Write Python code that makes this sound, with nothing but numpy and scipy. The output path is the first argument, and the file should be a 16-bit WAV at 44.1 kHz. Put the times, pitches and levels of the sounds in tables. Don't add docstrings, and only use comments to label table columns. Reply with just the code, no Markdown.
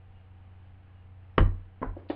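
import sys
import numpy as np
from scipy import signal
from scipy.fft import rfft, irfft, next_fast_len
from scipy.io import wavfile
from scipy.ndimage import map_coordinates

SR = 44100
rng = np.random.default_rng(int(sys.argv[2]) if len(sys.argv) > 2 else 0)


def decibels_to_gain(level_db):
    exponent = np.asarray(level_db, float) / 20
    return 10 ** exponent


def digitize_waveform(pressure):
    field = np.atleast_2d(pressure).T
    bounded = np.clip(field, -1, 1)
    quanta = np.round(bounded * 32767).astype(np.int16)
    wavfile.write(sys.argv[1], SR, quanta)


N = 94991


def unit(x):
    return x / np.sqrt(np.mean(x ** 2) + 1e-20)


def along(points, hz):
    f, v = np.transpose(points)
    return np.interp(np.log(hz + 1), np.log(f + 1), v)


def wobble(rate_hz):
    knots = rng.standard_normal(int(N * rate_hz / SR) + 4)
    return map_coordinates(knots, [np.arange(N) * rate_hz / SR])


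def filtered(x, response):
    m = next_fast_len(N + 8192)
    return irfft(rfft(x, m) * response(np.fft.rfftfreq(m, 1 / SR)), m)[..., :N]


def noise(spectrum):
    top_hz = spectrum[-1][0]
    return unit(filtered(rng.standard_normal(N), lambda hz: decibels_to_gain(along(spectrum, hz)) * (hz < top_hz)))


def puff(start_s, db, spectrum, t60_s, lead_s):
    t = np.arange(N) / SR - start_s
    return noise(spectrum) * decibels_to_gain(db - 60 * np.abs(t) / np.where(t > 0, t60_s, lead_s))


def ring(start_s, db, modes, rise_s, scatter_db, bright_hz=20000):
    longest_s = 0.8
    first = int(start_s * SR) + 1
    t = np.arange(first, min(N, first + int(longest_s * SR))) / SR - start_s
    luck_db = scatter_db * rng.standard_normal(len(modes))
    tones = 0
    for (hz, mode_db, t60_s), extra_db in zip(modes, luck_db):
        decay = decibels_to_gain(mode_db + extra_db - 60 * t / t60_s)
        tones = tones + decay * np.sin(2 * np.pi * hz * t) / (1 + (hz / bright_hz) ** 4)
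    onset = 1 - np.exp(-(t / rise_s) ** 2)
    return np.pad(decibels_to_gain(db) * tones * onset, (first, N - first - len(t)))


# centre in seconds, half length in seconds, pitch in Hz, level in dB.
WHISTLES = [
    (.2, .08, 2860, -78),
    (.61, .06, 1650, -75),
    (.74, .04, 1650, -77),
    (.94, .09, 1660, -77),
    (1.0, .06, 2850, -78),
    (1.62, .1, 1700, -77),
    (1.99, .03, 1650, -71),
]


def whine():
    t = np.arange(N) / SR
    total = 0
    for centre_s, half_s, hz, db in WHISTLES:
        swell = decibels_to_gain(db + 2 * wobble(45)) * np.exp(-((t - centre_s) / half_s) ** 2)
        phase = 2 * np.pi * np.cumsum(hz + 25 * wobble(130)) / SR
        total = total + swell * np.sin(phase)
    return total


# multiple of shaft speed, level in dB rms.
SHAFT_ORDERS = [(4, -70), (5, -83), (6, -79), (8, -99.5), (9, -91), (10, -80.5), (11, -84.5), (14, -82.5),
                (16, -78.5), (17, -81), (18, -90), (20, -90)]
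# pitch in Hz, wander in Hz, level in dB rms.
HUMS = [(91.5, 0.72, -52.5), (72.6, 1.6, -64), (120, 0.57, -69), (330, 1.5, -84)]
# frequency in Hz, density in dB per Hz.
AIR_SPECTRUM = [(18, -7), (35, -4.5), (65, -14.5), (105, -15.5), (135, -20.5), (560, -29), (800, -27),
                (2980, -36.5), (4830, -58.5), (6280, -100)]


def fan():
    shaft_hz = 47.46
    t = np.arange(N) / SR
    turn = 2 * np.pi * shaft_hz * t + 0.05 * wobble(2.4)
    total = whine()
    for order, db in SHAFT_ORDERS:
        level = decibels_to_gain(db + 3 + 1.17 * wobble(2.1))
        total = total + level * np.sin(order * turn + rng.uniform(0, 7.1))
    for hz, wander_hz, db in HUMS:
        level = decibels_to_gain(db + 4 + 1.1 * wobble(6.2))
        phase = 2 * np.pi * np.cumsum(hz + wander_hz * wobble(17)) / SR
        total = total + level * np.sin(phase)
    return total + decibels_to_gain(-59 + 0.5 * wobble(12)) * noise(AIR_SPECTRUM)


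# mode in Hz, level in dB, t60 in seconds.
BOOM_MODES = [(32.7, -.5, .39), (57.35, -1, .27), (92.4, -3.5, .4), (141, -7, .16), (164, -11, .2)]
# start in seconds, level in dB.
LIGHT_LOADS = [
    (0.283, -48.5),
    (0.758, -47),
    (1.823, -38.5),
]
# mode in Hz, level in dB, t60 in seconds.
ROCK_MODES = [(38.9, 0, .14), (90, -19, .3), (153, -7, .06)]


def boom():
    rise_s = 0.034
    light = sum(ring(s, db, BOOM_MODES, rise_s, 0.93) for s, db in LIGHT_LOADS)
    book_landing = ring(1.3782, -7.5, BOOM_MODES, rise_s, 0)
    rocking = ring(1.856, -4.5, ROCK_MODES, 0.06, 0)
    return book_landing + light + rocking


# mode in Hz, level in dB, t60 in seconds.
COVER_MODES = [(150, -2.5, .03), (358, 4, 0.023), (464, -2, 0.012), (750, -5.5, 0.02), (1135, 2.5, 0.017),
               (1244, 1.5, .018), (1623, 0, 0.017), (2370, -18.5, 0.01), (2996, -6, .012),
               (4940, -28.5, 0.0089)]
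# mode in Hz, level in dB, t60 in seconds.
TOP_MODES = [(190, -1, 0.061), (277, -9, 0.11), (324.5, 1, 0.067), (418, -16.5, .15), (501, -14, 0.073)]
# start in seconds, cover level in dB, desk top level in dB.
BOOK_HITS = [
    (1.3795, -33.5, -33.5),
    (1.3810, -13, -21.5),
    (1.3853, -22.5, -25.5),
    (1.3917, -33.5, -28),
    (1.405, -29.5, -20.5),
]
# frequency in Hz, density in dB per Hz.
PUFF_SPECTRUM = [(120, -18), (200, 5), (445, -5), (1620, -6), (2260, -18), (3200, -26), (3960, -38),
                 (4900, -48), (5500, -74.5)]


def book():
    total = puff(BOOK_HITS[0][0], -19, PUFF_SPECTRUM, 0.1, 0.0017)
    for start_s, cover_db, top_db in BOOK_HITS:
        total = total - ring(start_s, cover_db, COVER_MODES, 0.00041, 1.3)
        total = total - ring(start_s, top_db, TOP_MODES, 0.0021, 2.4)
    return total


# frequency in Hz, t60 in seconds.
WALL_T60 = [(150, .5), (500, 0.3), (1500, 0.33), (3000, 0.2), (5000, 0.3)]
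# frequency in Hz, level in dB.
WALL_TONE = [(150, 2.5), (500, -1), (800, 3), (1300, -5), (2500, 3), (5000, -5)]


def walls(x):
    delay_s = 0.007
    hz, t, z = signal.stft(rng.standard_normal(SR // 2), SR, nperseg=256)
    level_db = along(WALL_TONE, hz)[:, None] - 60 * t / along(WALL_T60, hz)[:, None]
    tail = 0.35 * signal.istft(z * decibels_to_gain(level_db), SR, nperseg=256)[1]
    delayed = np.pad(x, (int(delay_s * SR), 0))
    return signal.fftconvolve(delayed, tail / np.sqrt(SR * 0.004))[:N]


# mode in Hz, level in dB, t60 in seconds.
CASE_MODES = [(182, -2.5, 0.17), (270.4, -1.5, 0.048), (455, 5, 0.023), (700, 2.5, 0.0086),
              (1014, 2.5, 0.027), (1274, -5.5, 0.028), (1520, -11.5, 0.019), (2270, -18, 0.019),
              (3260, -26, .012)]
# start in seconds, level in dB.
CASE_HITS = [
    (1.8165, -35.5),
    (1.8206, -40.5),
    (1.8257, -37.5),
    (1.829, -30.5),
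    (1.836, -51),
    (1.845, -40),
    (1.853, -41),
]
# frequency in Hz, density in dB per Hz.
GRIT_SPECTRUM = [(150, -36.5), (250, 0.5), (941, -7.5), (1040, -6.5), (1320, -8), (1450, -5), (4830, -55.5),
                 (6280, -83.5), (10600, -120)]


def rattle():
    contents = puff(1.826, -37.5, GRIT_SPECTRUM, 0.23, 0.02)
    return contents + sum(ring(s, db, CASE_MODES, 0.0005, 5.1) for s, db in CASE_HITS)


# mode in Hz, level in dB, t60 in seconds.
BOX_MODES = [(287, -3.5, 0.066), (317, -0.5, 0.038), (508, 8, 0.011), (565, 4.5, 0.019),
             (725, -12.5, 0.045), (1855, -16, .04), (2354, -23.5, 0.061), (2910, -16, 0.026),
             (3506, -27, 0.071), (4380, -30.5, .03)]
# start in seconds, level in dB, brightness in Hz.
BOX_HITS = [
    (1.9666, -31.5, 665),
    (1.972, -37.5, 660),
    (2.0996, -22, 5000),
    (2.105, -27.5, 5000),
]
# frequency in Hz, density in dB per Hz.
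SCRAPE_SPECTRUM = [(1200, -16), (1900, -1), (3000, 0), (4000, -2), (4700, -6), (5300, -30)]
# frequency in Hz, density in dB per Hz.
DULL_SPECTRUM = [(200, -48.5), (260, 6.5), (780, -13), (1530, -22), (2030, -25.5), (4830, -46), (6280, -73)]
# start in seconds, level in dB, t60 in seconds.
DULL_BURSTS = [
    (1.973, -49.5, 0.55),
    (2.104, -29.5, 0.17),
]


def knocks():
    start_s, length_s, low_hz = 2.086, 0.01, 231
    u = (np.arange(N) / SR - start_s) / length_s
    slide = np.clip(u, 0, 1) * np.exp(-np.clip(u - 1, 0, None) * 1.3)
    scrape = decibels_to_gain(-55 + 3 * wobble(500)) * slide * noise(SCRAPE_SPECTRUM)
    scrape = scrape + puff(BOX_HITS[-1][0], -59, SCRAPE_SPECTRUM, 0.4, 0.023)
    body = sum(puff(s, db, DULL_SPECTRUM, t60_s, 0.012) for s, db, t60_s in DULL_BURSTS)
    body = body + sum(ring(s, db, BOX_MODES, 0.0013, 1.0, bright_hz) for s, db, bright_hz in BOX_HITS)
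    return scrape + filtered(body, lambda hz: 1 / (1 + (low_hz / (hz + 1)) ** 10))


def scene():
    hits = sum(x + decibels_to_gain(-10) * walls(x) for x in (book(), rattle(), knocks()))
    return np.tile(hits + boom() + fan(), (2, 1))


def band_limit(x):
    return signal.sosfilt(signal.butter(12, 15750, fs=SR, output="sos"), x)


MIRRORS_DB = [-51, -55.5, -80, -78]


def record(dry):
    band_hz, image_hz = 5300, 3920
    x = filtered(dry[0], lambda hz: hz < band_hz)
    t = np.arange(N) / SR
    mirrors = sum(decibels_to_gain(db) * np.cos(2 * np.pi * (k + 1) * image_hz * t) for k, db in enumerate(MIRRORS_DB))
    x = x * (1 + mirrors)
    side = decibels_to_gain(-47) * filtered(x * wobble(300), lambda hz: (1 + hz / 1800) * (hz < band_hz))
    pair = np.array([x + side, decibels_to_gain(0.12) * x - side])
    hiss = decibels_to_gain(-99) * rng.standard_normal(N)
    side_hiss = decibels_to_gain(-101) * rng.standard_normal(N) * [[1], [-1]]
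    return band_limit(pair + hiss + side_hiss)


dry = scene()
out = record(dry)
digitize_waveform(out)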